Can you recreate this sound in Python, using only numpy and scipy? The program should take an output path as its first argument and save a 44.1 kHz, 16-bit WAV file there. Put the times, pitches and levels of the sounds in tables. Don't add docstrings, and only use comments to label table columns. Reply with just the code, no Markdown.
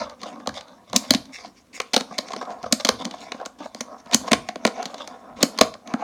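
import sys
import numpy as np
from scipy import signal
from scipy.fft import rfft, irfft
from scipy.io import wavfile
from scipy.ndimage import uniform_filter1d

SR = 44100
rng = np.random.default_rng(int(sys.argv[2]) if len(sys.argv) > 2 else 0)


def wav_record(signal):
    frames = np.transpose(np.atleast_2d(signal))
    bounded = np.clip(frames, -1, 1)
    quanta = np.round(bounded * 32767).astype(np.int16)
    wavfile.write(sys.argv[1], SR, quanta)


def boost_factor(decibels):
    exponent = np.asarray(decibels, float) / 20
    return 10 ** exponent


N = 265923

# (frequency [Hz], level [dB], t60 [s])
TABLE_MODES = [(179, -2.5, 0.051), (246.2, 11.5, 0.043), (285, 7, 0.018)]
# (frequency [Hz], level [dB], t60 [s])
DECK_MODES = [(503.8, 8.5, 0.016), (570.5, 10.5, 0.016), (693.3, 11, 0.014), (800, 9.5, 0.0076),
              (950, 3, 0.015), (1100, 0, 0.021), (1270, -3.5, 0.024), (1505, -1.5, 0.009),
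              (1650, -5, 0.018)]
# (time [s], frequency [Hz])
FREE_RING = [(0, 955), (.47, 850), (.93, 1050), (1.11, 713), (1.8, 1200), (1.96, 700), (2.18, 950),
             (2.35, 693), (2.64, 942), (2.89, 959), (3.3, 689), (4.13, 1100), (4.3, 828), (4.5, 680),
             (4.8, 729), (5.42, 1150), (5.6, 637), (6, 800)]
FREE_RING_DB = 4
DECK_LOW_HZ = 460
TAIL_HZ = 6200
TICK_MS = 1.8


def scaled(x, db):
    return x * boost_factor(db) / np.sqrt(np.mean(x ** 2))


def filtered(x, order, hz, kind):
    return signal.sosfilt(signal.butter(order, hz, kind, fs=SR, output="sos"), x)


def decay(t, t60):
    return np.exp(-np.log(1000) * t / t60)


def add(out, s, x):
    i = max(int(s * SR), 0)
    out[i:i + len(x)] += x[:len(out) - i]


def along(curve, s):
    return np.interp(s, *np.transpose(curve))


def favour(hz, centre_hz, db, spread=0.21):
    return db * np.exp(-(np.log(hz / centre_hz) / spread) ** 2)


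def walk(rate):
    hold = int(SR / rate)
    steps = np.repeat(rng.standard_normal(N // hold + 1), hold)
    return np.clip(uniform_filter1d(steps, hold)[:N], -1.5, 1.5)


def air():
    # (frequency [Hz], density [dB per Hz])
    floor = [(26, -28), (45, -2), (90, 0.5), (125, -12), (205, 3.5), (431, -4.5), (908, -15.5),
             (1570, -14.5), (10300, -25), (17000, -35.5)]
    hz, db = np.transpose(floor)
    f = np.fft.rfftfreq(N, 1 / SR)
    shape = boost_factor(np.interp(np.log(f + 1), np.log(hz), db))
    hiss = irfft(rfft(rng.standard_normal(N)) * shape, N)
    hum = boost_factor(-71.5) * np.sin(2 * np.pi * 120 * np.arange(N) / SR)
    return scaled(hiss, -60) + hum


def room(x):
    # (frequency [Hz], t60 [s], level [dB])
    bands = [(140, 0.33, -21), (556, 0.28, -12), (1100, 0.34, -10), (1960, 0.19, -14.5), (4560, 0.34, -18),
             (7000, 0.19, -14), (11100, 0.35, -13.5), (16000, .2, -14.5)]
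    early_db, early_s = 4.5, 0.021
    t = np.arange(int(.6 * SR)) / SR
    hz, t60, db = np.transpose(bands)
    tail = 0
    for f in 80 * 2 ** np.arange(0, 7.9, .5):
        band = filtered(rng.standard_normal(len(t)), 2, [f / 1.19, f * 1.19], "bandpass")
        band_t60, gain_db = (np.interp(np.log(f), np.log(hz), c) for c in (t60, db))
        tail = tail + boost_factor(gain_db) * band * decay(t, band_t60) / np.sqrt(band_t60 * SR / 14)
    onset = np.clip((t - .005) / 0.0037, 0, 1)
    return signal.fftconvolve(x, tail * boost_factor(early_db * np.exp(-t / early_s)) * onset)[:N]


def thuds():
    # (time [s], level [dB])
    settlings = [(0.009, -47), (0.49, -40.5), (0.91, -44), (1.111, -35), (1.229, -57), (2.641, -43),
                 (2.727, -66), (2.918, -37), (4.15, -43), (4.348, -37), (5.322, -46), (5.622, -36.5)]
    centre_hz, swell_s = 72, 0.035
    out, u = np.zeros(N), np.arange(SR // 4) / SR / swell_s
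    for s, db in settlings:
        rumble = filtered(rng.standard_normal(len(u)), 2, [centre_hz / 2.4, centre_hz * 1.2], "bandpass")
        rumble = rumble * u * np.exp(-u)
        add(out, s - .02, boost_factor(db + 13.5) * rumble / np.abs(rumble).max())
    return out


def grit(modes, per_s, size_db, smooth, wander_db, wander_rate, centre_hz=1., centre_db=0.):
    happens = rng.random(N) < per_s / SR
    size = boost_factor(np.clip(size_db * rng.exponential(size=N), 0, 9))
    ticks = happens * size * np.clip(rng.standard_normal(N), -2, 2)
    push = scaled(ticks, 0) + smooth * rng.standard_normal(N)
    push = uniform_filter1d(push, max(int(SR / modes[-1][0] / 3), 1))
    out = 0
    for k, (hz, db, t60) in enumerate(modes):
        r = decay(1 / SR, t60)
        tone = signal.lfilter([1, 0, -1], [1, -2 * r * np.cos(2 * np.pi * hz / SR), r * r], push)
        mode_db = db + favour(hz, centre_hz, centre_db) + wander_db * walk(wander_rate)
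        out = out + (-1) ** k * boost_factor(mode_db) * tone
    return scaled(out, 0)


def pushes(t):
    # (time of
    # most weight [s], dying time [s], deck level [dB], wheel spin level [dB], table level [dB])
    strokes = [(.01, 0.085, -25, -36, -38), (.34, 0.17, -40, -57, -40), (0.581, 0.099, -37, -47, -81),
               (.66, 0.1, -50.5, -63.5, -66.5), (1.06, 0.3, -43, -48.5, -55.5),
               (1.39, 0.073, -45.5, -43.5, -78.5), (1.47, 0.057, -51, -52, -41),
               (2.13, 0.15, -39.5, -51, -47), (2.32, 0.14, -39.5, -48.5, -45), (2.8, 0.33, -48, -54, -58),
               (2.95, 0.04, -56, -65.5, -42.5), (3.17, 0.23, -51, -51, -73.5),
               (3.26, 0.21, -41.5, -55.5, -48.5), (4.13, 0.066, -28.5, -46.5, -60),
               (4.26, 0.09, -31, -47, -37), (4.47, 0.22, -51.5, -54.5, -50), (4.68, 0.093, -44, -51, -44),
               (4.8, 0.13, -30.5, -43.5, -45), (4.94, 0.31, -42.5, -51.5, -46), (5.02, 0.11, -42, -51.5, -60),
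               (5.12, 0.083, -43, -66, -70), (5.59, .1, -45, -47.5, -41), (6.03, 0.077, -24.5, -44, -38.5),
               (0.259, 0.098, -47, -58, -51), (1.36, 0.055, -74, -51, -76),
               (1.44, 0.056, -39.5, -51.5, -81), (1.86, 0.028, -63.5, -54, -66), (2.21, .05, -53, -49, -64),
               (2.285, 0.03, -63, -52, -59), (2.42, 0.022, -47, -52.5, -60),
               (2.514, 0.045, -49, -62.5, -53), (3.41, 0.044, -38, -59, -60), (3.639, 0.056, -45, -58, -58),
               (0.121, 0.054, -42, -56, -69), (0.819, 0.046, -48, -80.5, -67),
               (.73, 0.077, -47.5, -66.5, -52), (1.58, 0.044, -89, -62, -69), (1.29, 0.052, -97, -76, -48),
               (1.9, 0.076, -57, -61, -84.5), (2.48, .2, -36, -60, -56), (3.07, 0.034, -33, -63, -26.5),
               (3.43, 0.087, -41, -63, -58), (3.779, 0.12, -44, -54, -52), (3.91, 0.13, -39, -69.5, -56),
               (5.27, 0.23, -40, -72, -46.5), (5.438, 0.11, -35, -65, -49.5), (5.93, 0.12, -40, -57, -51)]
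    # (table [dB], deck [dB], axle [dB], grip [dB])
    rest_db = (-64, -68, -82, -76)
    fade_db, rise_share, spin_fade = 21.5, 1, 1.87
    shake_db, shake_s = -30.5, 0.032
    slow = t[::64]
    gains = boost_factor(rest_db)[:, None] + 0 * slow
    for s, fade_s, deck_db, spin_db, table_db in strokes:
        drop_db = fade_db * np.maximum(slow - s, (s - slow) / rise_share) / fade_s
        spin = spin_db - spin_fade * drop_db ** 2 / fade_db
        grip = spin - 6.5
        gains = gains + boost_factor([table_db - drop_db, deck_db - drop_db, spin, grip])
    table, deck, axle, grip = (np.interp(t, slow, g) for g in gains)
    for s, _, thump_db, *_ in contacts():
        add(table, s, boost_factor(thump_db + shake_db) * np.exp(-t[:SR // 4] / shake_s))
    return table, deck, axle, grip


def rolling():
    # (time [s], length [s], axle level [dB], deck level [dB])
    drags = [(0.193, 0.095, -48.5, -45), (0.939, 0.022, -33, -19.5), (1.322, 0.04, -45.5, -82),
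             (1.728, 0.052, -40.5, -47.5), (2.711, 0.0095, -46.5, -30), (2.798, 0.013, -34, -32),
             (2.984, 0.042, -45, -35), (3.095, 0.051, -52, -36), (3.214, 0.028, -55.5, -60),
             (3.584, 0.083, -48.5, -37.5), (3.98, 0.026, -55.5, -61), (4.122, 0.015, -28, -28),
             (4.267, 0.019, -37, -56), (5.359, 0.085, -48.5, -43.5), (5.406, 0.025, -37, -31),
             (5.858, 0.069, -59, -42.5)]
    # (frequency [Hz], level [dB], t60 [s])
    rub_modes = [(1670, -8, .005), (2200, -2.5, .009), (2800, -6.5, 0.0054), (3550, -4.5, .009),
                 (4050, -4.5, 0.0059), (4800, -3.5, 0.0054), (5500, -2, 0.01), (6200, -2.5, 0.0082),
                 (6720, 1.5, 0.003), (9500, -13, 0.0022), (12000, -25.5, .001)]
    # (time [s], frequency [Hz])
    rubbing_part = [(0, 4500), (.3, 2600), (.6, 3810), (1.36, 3300), (1.45, 4560), (1.58, 6200),
                    (1.76, 2200), (2.2, 4200), (2.3, 5600), (2.5, 5500), (3.0, 3500), (3.27, 3543),
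                    (3.41, 2150), (3.99, 5840), (4.28, 2910), (4.78, 2300), (5.0, 4040), (5.9, 2440)]
    t = np.arange(N) / SR
    table, deck, axle, grip = pushes(t)
    for start, length, axle_db, deck_db in drags:
        u = t[:SR // 4] / length
        stop = np.exp(-np.clip(u - 1, 0, None) / 0.15)
        swell = np.clip(u, 0, 1) ** .45 * stop
        add(table, start, swell * boost_factor(deck_db - 3))
        add(deck, start, swell * boost_factor(deck_db))
        add(axle, start, swell * boost_factor(axle_db))
        add(grip, start, swell * boost_factor(axle_db - 5.5))
    press = boost_factor(2.5 * walk(25))
    deck_rub = grit(DECK_MODES, 450, 2.8, .6, 3, 17, along(FREE_RING, t), FREE_RING_DB)
    deck_rub = filtered(deck_rub, 2, DECK_LOW_HZ, "highpass")
    low = table * grit(TABLE_MODES, 600, 1.5, 1.2, 1.5, 12) + deck * deck_rub
    low = filtered(low, 1, 1610, "lowpass")
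    part_hz, part_db = along(rubbing_part, t), 5
    high = axle * grit(rub_modes[:6], 1300, 3, .7, 4.5, 30, part_hz, part_db)
    high = high + grip * grit(rub_modes[6:], 1600, 3, .7, 4.5, 30, part_hz, part_db)
    return press * (low + high * boost_factor(2.5 * walk(70)))


def contacts():
    # (time [s], axle clack peak [dB], table thump [dB], deck knock [dB], chatter [ms])
    tail_pops = [
        (.9624, 3.5, -4, -14, 2.4),
        (2.7256, 4, -1.5, -9.5, 1.83),
        (3.46, -18, -23.5, -18.5, 1.95),
        (3.7484, -18, -24, -24.5, 0.35),
        (3.8076, -15, -18, -20.5, 3.2),
        (4.1458, 4.5, -0.5, -11, 1.4),
        (5.4296, 4.5, 2, -7.5, 1.18),
    ]
    wheel_landings = [(.4738, -10.5, -13, -10.5, 1.28), (.4918, -22, -21, -19.5, 1.7),
                      (.9311, -16.5, -27.5, -13.5, 1.7), (1.1076, 6, -0.5, -10.5, 1.77),
                      (1.1377, -6, -39.5, -11.5, 1.4), (1.1478, -7, -1, -28, 2.5),
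                      (1.9354, -6.5, -14.5, -23, 1), (1.9482, -15, -32.5, -24, 0.49),
                      (1.9644, 0.5, -3.5, -4.5, 1.9), (2.0083, -15, -13.5, -18.5, 2),
                      (2.1868, -6.5, -16, -13.5, 1.64), (2.364, -22.5, -22, -18, 1.4),
                      (2.8496, -2, -7.5, -13, 1.9), (2.873, -15, -39, -28, 0.69),
                      (2.89, 0.5, -7.5, -2, 1.6), (3.053, -13.5, -15, -27.5, 0.99),
                      (4.6746, -13, -12, -12, 2.4), (4.856, -14, -19, -25, 2.7), (5.588, -7, -41, -14, 2.3),
                      (5.6119, 1.5, 2, 4.5, 1.67), (5.6334, -19, -10, -27, 2)]
    edge_slaps = [(.2322, -22.5, -26, -23, 3.5), (1.802, -8.5, -29.5, -11.5, 1.56),
                  (1.9424, -4, -21, -13.5, 1.2), (2.334, -21.5, -24, -15.5, 2.9),
                  (3.3206, -16, -51, -17, 1.46), (4.134, -8.5, -39.5, -51, 5.4),
                  (4.2772, -24, -29.5, -15, 5.8), (4.3133, -15.5, -32, -4.5, 3.4),
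                  (4.3179, -4, 2.2, -40.5, 1.6), (4.3314, 1, -5, -4, 2.6), (4.3462, -23, -35, -33, 4.5),
                  (4.4889, -14.5, -19.5, -14, 1.84), (4.5587, -23.5, -18, -19.5, 0.81),
                  (4.6518, -0.5, -1, -2.5, 1.68), (5.6116, 4, -33.5, -26, 3),
                  (5.939, -18, -1.5, -11.5, 0.96)]
    # (time [s], peak [dB], brightest ring [Hz])
    axle_ticks = [(0.0972, -30.5, 4190), (0.2167, -28, 4570), (0.5425, -29, 4300), (0.6098, -26, 4140),
                  (0.899, -31.5, 6200), (1.044, -45, 6500), (1.2555, -36, 6600), (1.4587, -36, 5230),
                  (1.8174, -24.5, 6700), (1.978, -12.5, 3320), (2.1825, -13, 4440), (2.286, -26, 2060),
                  (2.32, -25, 2170), (2.4534, -34, 3800), (2.799, -25, 4230), (2.807, -34, 3640),
                  (2.8815, -18, 4010), (3.0472, -25.5, 4450), (3.1112, -24, 3420), (3.4528, -28.5, 4260),
                  (3.982, -49, 6200), (4.1133, -24.5, 2140), (4.8288, -19, 4600), (4.982, -29, 4010),
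                  (5.0205, -40, 3880), (5.0759, -22.5, 6100), (5.4072, -29, 2260), (5.5774, -23.5, 4150),
                  (5.74, -24.5, 2300), (5.875, -26.5, 2230)]
    # (time [s], deck level [dB], table level [dB])
    soft_knocks = [(.2683, -40, -27.5), (.3583, -30, -29), (.4002, -31, -64), (.4597, -23, -49),
                   (.7544, -53, -44), (2.1107, -25, -20.5), (2.3057, -23.5, -55), (2.413, -17, -31),
                   (2.4264, -20, -41), (2.5026, -25, -24), (2.6318, -28, -23), (2.6404, -15.5, -41),
                   (2.6615, -17, -32), (2.8634, -18.5, -27), (3.019, -24.5, -44), (3.1395, -21.5, -45),
                   (3.3444, -26, -19.5), (3.3997, -25, -57), (3.4129, -21.5, -51), (3.6045, -25, -31),
                   (3.6574, -19, -41), (4.0617, -30.5, -28.5), (4.2125, -29, -17), (4.6634, -22, -37),
                   (4.9423, -20, -40), (5.0035, -21, -44), (5.7495, -29, -32), (5.9963, -27.5, -61)]
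    # (time [s], axle level [dB], deck level [dB], brightest ring [Hz], chatter [ms])
    rebounds = [(.2668, -31.5, -34, 5000, 2), (.4005, -43, -64, 4600, 1.8), (.681, -41, -50, 3820, 2.3),
                (1.6695, -55, -58.5, 6000, 1.5), (1.9385, -10, -17, 3430, 2),
                (1.9462, -9.5, -19, 4500, 1.5), (2.0005, -23, -33, 4000, 2.6), (2.306, -34, -33, 6700, 2),
                (2.413, -34.5, -43, 7000, 3.3), (2.427, -38, -52, 7000, 1.6), (2.505, -35, -50, 5500, 2),
                (2.6299, -27.5, -43, 5630, 1.7), (2.857, -12, -19, 4000, 1.4), (2.868, -19, -43, 4030, 1),
                (3.021, -28, -42, 3430, 1.8), (3.1398, -37, -51, 2140, 2.5), (3.5892, -40, -51, 7000, 1.6),
                (4.0597, -40, -50, 6000, 2), (4.072, -38, -37, 2200, 2.2), (4.6675, -13.5, -24, 5500, 1.5),
                (4.7815, -36, -45, 6000, 1.3), (4.9432, -22, -42, 4020, 2.2),
                (5.4325, -2.5, -15.5, 4300, 1.2), (5.6195, -17, -11.5, 4600, 1.5)]
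    tick_table_db, tick_deck_db = -15.5, -7
    rows = []
    for kind, hz in ((tail_pops, TAIL_HZ), (wheel_landings, 4150), (edge_slaps, 2440)):
        rows += [(s, axle, table, deck, hz, ms) for s, axle, table, deck, ms in kind]
    rows += [(s, db, db + tick_table_db, db + tick_deck_db, hz, TICK_MS) for s, db, hz in axle_ticks]
    rows += [(s, deck - 15, table, deck, 2600, 2.6) for s, deck, table in soft_knocks]
    rows += [(s, axle, axle + tick_table_db, deck, hz, ms) for s, axle, deck, hz, ms in rebounds]
    return rows


def evened(push):
    spec = rfft(push)
    even = irfft(spec / np.sqrt(uniform_filter1d(np.abs(spec) ** 2, size=21)), len(push))
    return even * np.clip(np.linspace(5, -1, len(push)), 0, 1)


def ring(modes, tweak_db, detune):
    hz, db, t60 = np.transpose(modes)[:, :, None]
    t = np.arange(int(SR * t60.max())) / SR
    sines = np.sin(2 * np.pi * hz * detune[:, None] * t) * decay(t, t60)
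    sign = (-1.) ** np.arange(len(modes))[:, None]
    return (sign * boost_factor(db + tweak_db[:, None]) * sines).sum(axis=0)


def struck(push, modes, chance, favour_db=0.):
    k, chance = len(modes), np.clip(chance, -1.6, 1.6)
    response = ring(modes, 2.5 * chance[:k] + favour_db, 1 + .02 * chance[-k:])
    x = signal.fftconvolve(push, response)
    return x / np.abs(x).max()


def clacks():
    # (frequency [Hz], level [dB], t60 [s])
    axle_modes = [(2230, -2, 0.0038), (3014, -11, 0.013), (3350, -4, 0.0052), (3890, 0, 0.0048),
                  (4312, 2.5, 0.0036), (5205, -3.5, 0.0048), (6065, 1.5, 0.0031), (7100, 4.5, 0.0012),
                  (8550, -1.5, 0.0017), (9500, -9.5, 0.0018)]
    buzz_db, buzz_s = -43, 0.021
    crack_db, crack_hz = -23, 8000
    out, t = np.zeros(N), np.arange(3072) / SR
    axle_hz = np.array(axle_modes)[:, 0]
    deck_hz = np.array(DECK_MODES)[:, 0]
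    for s, axle_db, table_db, deck_db, hz, ms in contacts():
        chatter = rng.standard_normal(len(t))
        axle_chance, deck_chance, table_chance = rng.standard_normal((3, 24))
        u = t / (max(ms, .3) / 1000)
        fade = (1 - np.exp(-u / 0.26)) * np.exp(-u ** 1.06)
        buzz = boost_factor(buzz_db) * np.exp(-t / buzz_s) * np.clip(u, 0, 1)
        hardness = 2.8 * np.log2(hz / 4000) + 0.13 * (axle_db + 5)
        hard_db = hardness * np.clip(np.log2(axle_hz / 4000), 0, None)
        favour_db = favour(axle_hz, hz, 6.5 + 0.11 * axle_db, 0.32) + hard_db
        blow = evened(np.roll((fade + buzz) * chatter, 64))
        clack = struck(blow, axle_modes, .7 * axle_chance, favour_db)
        add(out, s - .0026, boost_factor(axle_db - 1.5) * clack)

        crack = evened(np.roll((fade + buzz) * chatter[::-1], 64))
        crack = filtered(crack, 2, [crack_hz, crack_hz * 1.7], "bandpass")
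        add(out, s - .0024, boost_factor(axle_db + crack_db + 1.7 * hard_db[-1]) * crack / np.abs(crack).max())

        is_pop = hz == TAIL_HZ and ms != TICK_MS
        free_hz = 534 if is_pop else along(FREE_RING, s)
        blow = filtered(fade * (0.24 + chatter), 2, DECK_LOW_HZ, "highpass")
        knock = struck(blow, DECK_MODES, 0.92 * deck_chance, favour(deck_hz, free_hz, FREE_RING_DB))
        add(out, s - .0008, boost_factor(deck_db - 3.0) * knock)

        thump = struck(np.hanning(80), TABLE_MODES, 1.1 * table_chance)
        add(out, s + 0.00036, boost_factor(table_db - 10.5) * thump)
    return out


def scene():
    dry = clacks() + rolling()
    return (dry + room(dry) + thuds())[None]


def band_limit(x):
    return signal.sosfilt(signal.butter(12, 18440, fs=SR, output="sos"), x)


def record(dry):
    thin = filtered(dry, 2, 175, "highpass") + air()
    clipped = np.clip(thin, -1.02, 1.02)
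    cut = signal.sosfilt(signal.ellip(6, .3, 45, 17300, fs=SR, output="sos"), clipped)
    return band_limit(cut)


dry = scene()
out = record(dry)
wav_record(out)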